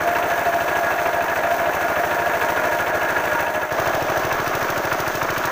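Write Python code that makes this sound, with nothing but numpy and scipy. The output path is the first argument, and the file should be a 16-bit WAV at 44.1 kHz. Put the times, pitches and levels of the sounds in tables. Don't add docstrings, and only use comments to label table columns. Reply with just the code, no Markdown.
import sys
import numpy as np
from scipy import signal
from scipy.fft import rfft, irfft
from scipy.io import wavfile
from scipy.ndimage import uniform_filter1d

SR = 44100
rng = np.random.default_rng(int(sys.argv[2]) if len(sys.argv) > 2 else 0)


def field_ratio(decibels):
    return 10 ** (np.asarray(decibels, dtype=float) / 20)


def output_pcm(signal):
    pcm = np.clip(np.atleast_2d(signal).T, -1, 1) * 32767
    wavfile.write(sys.argv[1], SR, np.round(pcm).astype(np.int16))


N = 242990


def level(x, rms_db):
    return x * field_ratio(rms_db) / np.sqrt(np.mean(x ** 2))


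def ring(x, hz, width_hz):
    return signal.lfilter(*signal.iirpeak(hz, hz / width_hz, SR), x)


def modes(x, table):
    return sum(field_ratio(db) * ring(x, hz, width_hz) for hz, width_hz, db in table)


def colour(x, points, size=1024):
    hz, db = np.transpose(points)
    grid_hz = np.arange(size + 1) * SR / 2 / size
    log_gain = np.interp(np.log(grid_hz + 1), np.log(hz), db) * np.log(10) / 20
    cepstrum = irfft(log_gain)
    cepstrum[1:size] *= 2
    cepstrum[size + 1:] = 0
    return signal.fftconvolve(x, irfft(np.exp(rfft(cepstrum))))[:N]


def walk(rate_hz):
    hold = int(SR / rate_hz)
    steps = np.repeat(rng.standard_normal(N // hold + 1), hold)
    return level(uniform_filter1d(uniform_filter1d(steps, hold), hold)[:N], 0)


def train(times_s, sizes):
    at = np.round(times_s * SR).astype(int)
    keep = (at >= 0) & (at < N)
    return np.bincount(at[keep], (sizes * np.ones(len(at)))[keep], N)


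def fade(x, decay_ms):
    return signal.lfilter([1], [1, -np.exp(-1000 / (decay_ms * SR))], x)


def ticks(rate_hz, spread_db, tail_ms):
    when, chance = rng.random((int(rate_hz * N / SR), 2)).T
    sizes = field_ratio(-2 * spread_db * np.log(1 - .995 * chance))
    power = fade(train(when * N / SR, sizes), tail_ms)
    return level(np.sqrt(power) * rng.standard_normal(N), 0)


# (time [s], cycles elapsed [count])
CYCLES_BARREL = [
    (0.0144, 0),
    (1.2208, 16),
    (3.7053, 49),
]
CYCLES_SILENCER = [
    (3.6466, 48),
    (5.5274, 73),
]


def openings(table):
    s, count = np.transpose(table)
    whole = np.arange(count[0] - 1, count[-1] + 2)
    period_s = (s[-1] - s[0]) / (count[-1] - count[0])
    return np.interp(whole, count, s - period_s * count) + period_s * whole


# (time after opening [ms], thump [gain], rap [gain], crack [gain])
PULSES_BARREL = [(-.6, 1, .81, -.5), (11.8, .66, .04, .19), (21.1, .19, .49, .87), (22.5, -.44, -.5, .42),
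                 (26.4, -.05, .64, -.53), (38.8, .35, .31, .28), (43.3, .12, -.17, -.42),
                 (58.1, .35, .34, 0), (63.8, .43, .16, .16)]
PULSES_SILENCER = [(-.4, 1, .5, .03), (7.3, .24, .06, -.08), (20.3, 0, .06, -.27), (22.4, .12, .45, .04),
                   (26.3, 0, -.49, .05), (29.9, .11, 0, -.11), (45.8, 0, -.15, 0), (52.9, -.12, -.06, .09),
                   (69.1, .15, .17, 0)]


def pipes(times_s, pulses, low_cut_hz, cavity_gain):
    out = np.zeros((3, N))
    for ms, *gains in pulses:
        jitter, size_db = rng.standard_normal((len(times_s), 2)).T
        out += np.outer(gains, train(times_s + (ms + .04 * jitter) / 1000, field_ratio(size_db)))
    thump = ring(ring(out[0], 98, 120), 98, 200)
    rap = ring(ring(out[1], 301, 179), 301, 500)
    crack = ring(ring(out[2], 600, 645), 600, 1500)
    thump = signal.sosfilt(signal.butter(2, low_cut_hz, "high", fs=SR, output="sos"), thump)
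    thump = thump + cavity_gain * ring(thump, 158, 35)
    rap = rap + 0.29 * ring(rap, 348.0, 55)
    turns = 2 * np.interp(np.arange(N) / SR, times_s, np.arange(len(times_s)))
    shaft = level(np.cos(2 * np.pi * turns + 1.4), -20)
    return (thump + 1.1 * rap + crack) / np.std(thump) + shaft


# (time after opening [ms], decay [ms], clatter [dB], knock [dB], treble [dB])
BLOWS = [
    (-15.5, 11, 2, 16, 0),
    (-10, 11, 2, 6, -3),
    (21, 4.5, 2, 4, 4),
    (43.5, 3, -6, -2, 1.5),
]


def shaking(times_s, spit_db, blow_db):
    power = np.ones((3, N))
    for ms, decay_ms, *db in BLOWS:
        sizes = field_ratio(2.2 * rng.standard_normal(len(times_s)))
        blow = fade(train(times_s + ms / 1000, sizes), decay_ms)
        power += np.outer(field_ratio(2 * np.array(db)), blow)
    power[0] = 1 + field_ratio(2 * blow_db) * (power[0] - 1)
    spit_ms, rise_ms, fall_ms = 1.6, .9, 2.1
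    puff = train(times_s + spit_ms / 1000, field_ratio(1.8 * rng.standard_normal(len(times_s))))
    power[2] += 4.06 * field_ratio(2 * spit_db) * (fade(puff, fall_ms) - fade(puff, rise_ms))
    return np.sqrt(power)


# (frequency [Hz], width [Hz], level [dB])
TANK_BARREL = [
    [(674, 22, -34), (621.4, 14.3, 27)],
    [(684.6, 20.4, 12), (728, 7.3, -6.5)],
]
TANK_SILENCER = [
    [(588, 14, -14), (636, 25, -6)],
    [(672, 19, -0.36), (721, 150, -1.6)],
]


def tank(clatter, groups, upper_db):
    hum = rng.standard_normal(N) * clatter ** .5
    lower, upper = (level(modes(hum, group), 0) for group in groups)
    return lower + field_ratio(upper_db) * upper


# (frequency [Hz], density [dB per Hz])
RATTLE = [(120, -31.5), (260, -6), (400, -2.5), (700, 0.5), (1200, -2), (1700, 2), (1900, -5.5),
          (2400, -8.5), (3200, -43), (4500, -27.5)]


def loose_parts(rattle):
    return level(colour(rattle, RATTLE), 0.029)


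# (frequency [Hz], width [Hz], level [dB])
CASTING = [(937, 20, 2), (979, 18, -6.5), (1078, 18, -15), (1421.4, 22, 0), (1487, 54, -19), (1661, 22, 3)]


def castings(clatter):
    return level(modes(ticks(900, 2, 3) * clatter, CASTING), 0)


# (frequency [Hz], width [Hz], level [dB])
SHELL = [(1094, 720, 12), (1390, 120, -3.5)]


def shell(rattle):
    return level(modes(modes(rattle, SHELL), SHELL), 0)


# (frequency [Hz], width [Hz], level [dB])
KNOCK = [(2630, 120, 0), (2950, 220, -12), (3600, 700, -19)]


def knocks(knock):
    return level(modes(ticks(900, 1, 3) * knock, KNOCK), 0)


# (frequency [Hz], density [dB per Hz])
AIR_BARREL = [(1500, -17), (3000, -1.5), (4300, 6), (5000, 2.5), (8000, -7.5), (11000, -7), (16000, -3.5)]
AIR_SILENCER = [(1500, -5), (3000, 5), (4900, 4), (8000, -13), (11000, -13), (16000, -9)]


def gas_treble(treble, air_colour, top_db):
    air = colour(ticks(880, 1.7, 13) * treble * field_ratio(.5 * walk(45)), air_colour)
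    air = level(air + ring(air, 7880, 120), -4.5)
    top = irfft(rfft(air) * (np.arange(N // 2 + 1) * SR / N > 12700), N)
    return air + (field_ratio(top_db) - 1) * top


# (frequency [Hz], gain [dB])
IRON = [(3500, 0), (7000, -30)]


def engine(times_s, pulses, favours, tank_modes, air_colour, db):
    clatter, knock, treble = shaking(times_s, db["gas spit"], db["blows"])
    rattle = ticks(900, 2.4, 4) * clatter
    body = loose_parts(rattle)
    body = body + field_ratio(db["castings over clatter"]) * castings(clatter)
    body = body + field_ratio(db["shell over clatter"]) * shell(rattle)
    iron = field_ratio(db["thump"]) * pipes(times_s, pulses, *favours)
    iron += field_ratio(db["lower tank"]) * tank(clatter, tank_modes, db["upper over lower"])
    iron += field_ratio(db["clatter"]) * body
    iron += field_ratio(db["treble"] + db["knock over treble"]) * knocks(knock)
    air = field_ratio(db["treble"]) * gas_treble(treble, air_colour, db["top treble"])
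    return colour(iron, IRON) + air


def water(water_db):
    out = np.zeros(N + 2048)
    for start, size, strength in rng.random((5000, 3)):
        hz = 700 * 10.0 ** size
        t = np.arange(int(2.7 / hz * SR * 2)) / SR
        cycles = hz * t
        grain = np.sin(2 * np.pi * cycles * (1 + 0.0053 * cycles)) * np.exp(-cycles / 0.75)
        gain = field_ratio(-2 * np.log(1 - .98 * strength)) * (700 / hz) ** .5
        at = int(start * N)
        out[at:at + len(t)] += grain * gain
    return field_ratio(water_db) * level(out[:N], 0)


VIEWS = {"thump": (-40.5, -39.5, -37, -37.5), "lower tank": (-30.5, -27, -28.5, -33),
         "upper over lower": (8, -3.5, 3.5, -2), "clatter": (-24.5, -24, -27, -28),
         "castings over clatter": (-3.5, -0.5, -3.5, -10.5), "treble": (-39, -39.5, -35.5, -34),
         "knock over treble": (1.5, -0.5, -9.5, -3), "gas spit": (3.8, 6.5, 9.4, 15),
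         "blows": (0.58, 0.66, 0.67, 1.3), "shell over clatter": (-20, -25, -7, 1),
         "top treble": (-0.5, -1.5, 1, 1.5), "water": (-45, -44, -37.5, -32)}
# (time [s], way to next viewpoint [0-1], level [dB])
MOVE_BARREL = [
    (0, 0, 1.5),
    (1.3, 0, 0.5),
    (2.4, 0.27, 1.5),
    (3.1, 0.94, 1),
    (3.43, 1, 1.5),
    (3.48, 0.8, -2),
    (3.62, 0.9, -1.5),
    (3.7, 0.6, -5.5),
]
MOVE_SILENCER = [
    (3.71, 0, -3.2),
    (3.8, 0, 0.4),
    (4.5, 0.32, -0.32),
    (5.51, 0.71, -0.52),
]


def scene():
    cut_s, cut_fade_s = 3.7035, .004
    t = np.arange(N) / SR
    out = np.zeros(N)
    barrel = (MOVE_BARREL, slice(None, 2), CYCLES_BARREL,
              PULSES_BARREL, (15, .45), TANK_BARREL, AIR_BARREL, -1)
    silencer = (MOVE_SILENCER, slice(2, None), CYCLES_SILENCER,
                PULSES_SILENCER, (58, .1), TANK_SILENCER, AIR_SILENCER, 1)
    for move, pair, cycles, *place, side in (barrel, silencer):
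        s, way, gain_db = np.transpose(move)
        way = np.interp(t, s, way)
        db = {part: np.dot(levels[pair], [1 - way, way]) for part, levels in VIEWS.items()}
        share = np.clip(side * (t - cut_s) / cut_fade_s + 0.2, 0, 1)
        share = share * field_ratio(np.interp(t, s, gain_db))
        out += share * (engine(openings(cycles), *place, db) + water(db["water"]))
    return out[None]


def band_limit(x):
    return signal.sosfilt(signal.butter(12, 16850, fs=SR, output="sos"), x)


# (frequency [Hz], gain [dB])
MICROPHONE = [(5000, 0.5), (6250, 13.5), (7300, 7.5), (11500, 4.5), (13500, 11), (15500, 19), (17000, 27)]


def record(dry):
    heard = np.tanh(1.93 * colour(dry[0], MICROPHONE)) / 2.508
    below_top = np.arange(N // 2 + 1) * SR / N < 15500
    heard = irfft(rfft(heard) * below_top, N)[None]
    return band_limit(heard)


dry = scene()
out = record(dry)
output_pcm(out)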